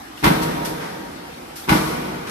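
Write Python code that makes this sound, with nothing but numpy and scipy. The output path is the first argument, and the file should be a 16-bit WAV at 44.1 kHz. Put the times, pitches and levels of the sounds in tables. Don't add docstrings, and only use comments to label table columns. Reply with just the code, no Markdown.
import sys
import numpy as np
from scipy import signal
from scipy.fft import rfft, irfft
from scipy.io import wavfile
from scipy.ndimage import uniform_filter1d

SR = 44100
rng = np.random.default_rng(int(sys.argv[2]) if len(sys.argv) > 2 else 0)


def digitize_waveform(pressure):
    field = np.atleast_2d(pressure).T
    bounded = np.clip(field, -1, 1)
    quanta = np.round(bounded * 32767).astype(np.int16)
    wavfile.write(sys.argv[1], SR, quanta)


def voltage_ratio(decibels):
    exponent = np.asarray(decibels, float) / 20
    return 10 ** exponent


N = 101430

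# f/Hz, likeness [0 to 1]
LIKENESS = [(60, .997), (150, .975), (290, .85), (450, .75), (600, .68), (800, .35), (1100, .1),
            (14000, .04)]
# f/Hz, lead/rad
LEFT_LEAD = [(100, .0), (200, -.25), (300, -.7), (450, -1.6), (600, -2.5), (900, -3.2), (14000, -3.3)]


def evened(x):
    return x / np.sqrt(np.mean(x ** 2) + 1e-20)


def read(points, hz):
    f, value = np.transpose(points)
    return np.interp(np.log(hz + 1), np.log(f + 1), value)


def likeness(hz):
    return np.clip(read(LIKENESS, hz), 0, 1)


def add(mix, s, sound):
    part = mix[..., round(s * SR):][..., :sound.shape[-1]]
    part += sound[..., :part.shape[-1]]


def onset(t, rise_s):
    return np.minimum(t / rise_s, 1)


def dying_tone(t, hz, db, t60):
    return voltage_ratio(db - 60 * t / t60) * np.sin(2 * np.pi * hz * t)


def tilt(db_per_octave, hz):
    return db_per_octave * np.log2(hz / 500 + 1)


def noise(size, field):
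    window, hop = 1024, 256
    frames = size // hop + 5
    hz = np.fft.rfftfreq(window, 1 / SR)[:, None]
    a, b, c, d = rng.standard_normal((frames, window // 2 + 1, 4)).T
    same = likeness(hz)
    left, other = a + 1j * b, c + 1j * d
    right = same * left * np.exp(-1j * read(LEFT_LEAD, hz)) + np.sqrt(1 - same ** 2) * other
    z = np.array([left, right]) * voltage_ratio(field(hz, np.arange(frames) * hop / SR))
    return evened(signal.istft(z, nperseg=window, noverlap=window - hop)[1][:, :size])


def ring(modes, t):
    hz, db, t60 = np.transpose(modes)[..., None]
    turn, sign = rng.random((2, len(modes), 1))
    apart = (read(LEFT_LEAD, hz) + np.arccos(likeness(hz)) * np.sign(sign - .5)) / 2
    level = voltage_ratio(db - 60 * t / t60)
    phase = 2 * np.pi * (hz * t + turn)
    return np.array([(level * np.sin(phase + side * apart)).sum(0) for side in (1, -1)])


def press():
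    # t/s, level/dB, brightness/(dB per octave), sheet knock f/Hz, knock level/dB
    strokes = [
        (.2394, -13, 0.28, 981, -19.5),
        (1.6895, -14.5, 0, 828, -17),
    ]
    # delay/s, clatter level/dB, ring level/dB, clatter t60/s, brightness/(dB per octave)
    blows = [
        (-.013, -15, -11, .08, 2.5),
        (-.005, -8, -2, .06, 4.3),
        (.001, 4.5, -2, 0.13, 1.47),
        (.012, -5, -2.5, .1, 6.7),
        (.022, 0.5, -42, .14, 0.7),
        (.034, -5, 4, .15, 3.8),
        (.062, -2.5, 9, .2, -5),
    ]
    # f/Hz, level/(dB per Hz)
    clatter = [(45, -25.5), (160, -20.5), (380, -12), (450, -12), (1100, -3), (2500, -11.5), (7000, -29),
               (14000, -31.5)]
    # f/Hz, level/dB, t60/s
    die = [(145.6, -6, 0.15), (178, -2.5, 0.13), (294.3, -6.5, 0.09), (315, -1, 0.19), (377, -3.5, 0.06),
           (806, -7, 0.11), (939.3, -2, 0.11), (984, -9, 0.075), (1090, -40, 0.059), (1336, -12, 0.043),
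           (1492, -11, 0.19), (2080, -10, 0.097), (2560, -17, .07)]
    die_db, frame_db = -0.5, -29
    crash, tones = np.zeros((2, N)), np.zeros((2, N))
    t = np.arange(SR // 2) / SR
    for start, level_db, bright_db, knock_hz, knock_db in strokes:
        for delay, clatter_db, ring_db, t60, tilt_db in blows:
            slope = lambda hz: tilt(bright_db + tilt_db, hz)
            rise = voltage_ratio(level_db) * onset(t, .003)
            rattle = noise(SR // 2, lambda hz, _: read(clatter, hz) + slope(hz))
            add(crash, start + delay, rise * voltage_ratio(clatter_db - 60 * t / t60) * rattle)
            modes = [(hz, db + slope(hz), decay) for hz, db, decay in die]
            add(tones, start + delay, rise * voltage_ratio(die_db + ring_db) * ring(modes, t) / 2)
        thud = -dying_tone(t, hz=176.4, db=-2, t60=0.022) * onset(t, 0.0011)
        boom = dying_tone(t, hz=56.5, db=-13.5, t60=0.099) * onset(t, 0.017)
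        add(crash, start + .031, voltage_ratio(level_db + 16) * thud)
        add(crash, start + .0091, voltage_ratio(level_db + 22.5) * boom)
        add(tones, start, voltage_ratio(level_db - strokes[0][1] + frame_db) * frame_ring())
        knock = dying_tone(t, knock_hz, knock_db, t60=0.24) * onset(t, 0.012)
        add(tones, start + 0.0083, knock)
    return crash, tones


def frame_ring():
    # f/Hz, width/Hz, level/dB, t60/s
    resonances = [(157, 8, -2, 2.4), (180, 8, .5, 1.2), (248, 7, -2.5, 2.2), (318, 7, 1, 1.8),
                  (362, 7, -5, 2.2), (396, 7, -8, 1.4)]
    t = np.arange(2 * SR) / SR
    spread = np.arange(-2, 3) / 2 + rng.uniform(-.2, .2, (len(resonances), 5))
    modes = []
    for (hz, width, db, t60), offsets in zip(resonances, spread):
        modes += [(hz + width * u, db - 6 * abs(u), t60) for u in offsets]
    return ring(modes, t) * onset(t, .03)


def valves():
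    # t/s, level/dB, hold/s, t60/s, brightness/(dB per octave)
    puffs = [(0.163, -43, 0.061, .2, -1), (0.304, -34.5, 0.028, 0.33, -3),
             (0.414, -28.5, 0.016, 0.13, -1.5), (0.473, -38.5, 0.021, 0.44, -9),
             (.645, -27, 0.0051, 0.25, -0.4), (0.797, -34, .03, 0.69, -9), (1.553, -34.5, 0.011, 0.46, 1),
             (1.719, -26.5, 0.042, 0.42, -3), (1.821, -37, 0.066, 0.31, -1), (2.264, -34, 0.0096, .3, -5.5),
             (2.29, -31.5, 0.0013, .3, -2)]
    # f/Hz, level/(dB per Hz)
    air = [(300, -26), (1500, 4), (3000, 0), (5500, 1), (7500, -2), (9500, -1), (12000, -0.2),
           (14500, -7.8)]
    out, t = np.zeros((2, N)), np.arange(SR // 2) / SR
    for s, db, hold, t60, tilt_db in puffs:
        rise_s = .007 + .2 * hold
        hiss = noise(SR // 2, lambda hz, _: read(air, hz) + tilt(tilt_db, hz))
        dying = voltage_ratio(db - 60 * np.maximum(t - rise_s - hold, 0) / t60)
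        add(out, s, hiss * onset(t, rise_s) * dying)
    return out


def ticks():
    # t/s, level/dB, f/Hz, left-right/dB
    clicks = [
        (0.1752, -41.5, 2840, 14.5),
        (.615, -30, 546, 3),
        (1.641, -41, 3700, -6.5),
    ]
    out, t = np.zeros((2, N)), np.arange(SR // 5) / SR
    for s, db, hz, pan_db in clicks:
        cluster = [(hz * k, db, .06) for k in (.94, 1, 1.07)]
        pan = voltage_ratio(np.array([[.5], [-.5]]) * pan_db)
        add(out, s, ring(cluster, t) * onset(t, 0.00033) * pan)
    return out


def hall(x, t60_of, seconds):
    # f/Hz, level/dB
    colour = [(55, -2), (105, -9), (150, -1.5), (350, 0.5), (500, 7.5), (1000, -0.5), (3000, -3.5),
              (14000, 1.5)]
    size = round(seconds * SR)
    tail = noise(size, lambda hz, t: read(colour, hz) - 60 * t / t60_of(hz))
    tail = tail * onset(np.arange(size), 0.011 * SR)
    return signal.fftconvolve(x[:1], tail / np.sqrt(size), axes=1)[:, :N]


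def machine_hum():
    # f/Hz, level/dB
    broad = [(45, -1), (120, -3.5), (400, -4), (480, -7.5), (900, -5.5), (1700, -6.5), (6500, -19),
             (14000, -23.5)]
    # f/Hz, width/Hz, level/dB (negative is a dip)
    peaks = [(157, 32, -5), (280, 19, 14.5), (340, 16, 3.5), (780, 62, 8.5)]
    level_db, patch_db = -38, 2.5

    def field(hz, t):
        grain = rng.standard_normal((len(t), len(hz)))
        patches = evened(uniform_filter1d(uniform_filter1d(grain, 10, 0), 8, 1)).T
        patches = patch_db * patches * hz / (hz + 400)
        return read(broad, hz) + patches + sum(db / (1 + ((hz - f) / w) ** 2) for f, w, db in peaks)

    return voltage_ratio(level_db) * noise(N, field)


def scene():
    # f/Hz, t60/s
    hall_decay = [(50, 2.8), (150, 2.59), (350, 3.72), (800, 2.87), (2000, 2.84), (5000, 2.25),
                  (14000, 1.6)]
    crash, tones = press()
    small = valves() + ticks()
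    send = crash + voltage_ratio(-9) * tones + voltage_ratio(-3.5) * small
    late = voltage_ratio(-2) * hall(send, lambda hz: read(hall_decay, hz), seconds=3.1)
    early = voltage_ratio(-5.5) * hall(send, lambda hz: 0.37 + 0 * hz, seconds=.6)
    return crash + tones + small + late + early + machine_hum()


def band_limit(x):
    return signal.sosfilt(signal.butter(12, 15270, fs=SR, output="sos"), x)


def record(dry):
    # f/Hz, left-right/dB
    sides = [(60, 0), (180, .3), (350, .8), (700, -2.5), (1400, 1), (5500, 2.6), (9500, -1.5), (13000, .8)]
    # f/Hz, level/dB
    colour = [(60, -0.5), (105, -2.5), (150, 2), (2300, -1.2), (4000, 0.4), (5700, 1), (6600, -2),
              (13000, 1.44)]
    ceiling, edge_hz, low_cut_hz = 1.3, 13840, 53
    hz = np.fft.rfftfreq(N, 1 / SR)
    left = voltage_ratio(read(sides, hz) / 2)
    limits = (1 + (hz / edge_hz) ** 120) * (1 + (low_cut_hz / (hz + 1)) ** 6)
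    band = voltage_ratio(read(colour, hz)) / np.sqrt(limits)
    soft = ceiling * np.tanh(dry / ceiling)
    mix = irfft(rfft(soft) * band * np.array([left, 1 / left]), N)
    return band_limit(mix)


dry = scene()
out = record(dry)
digitize_waveform(out)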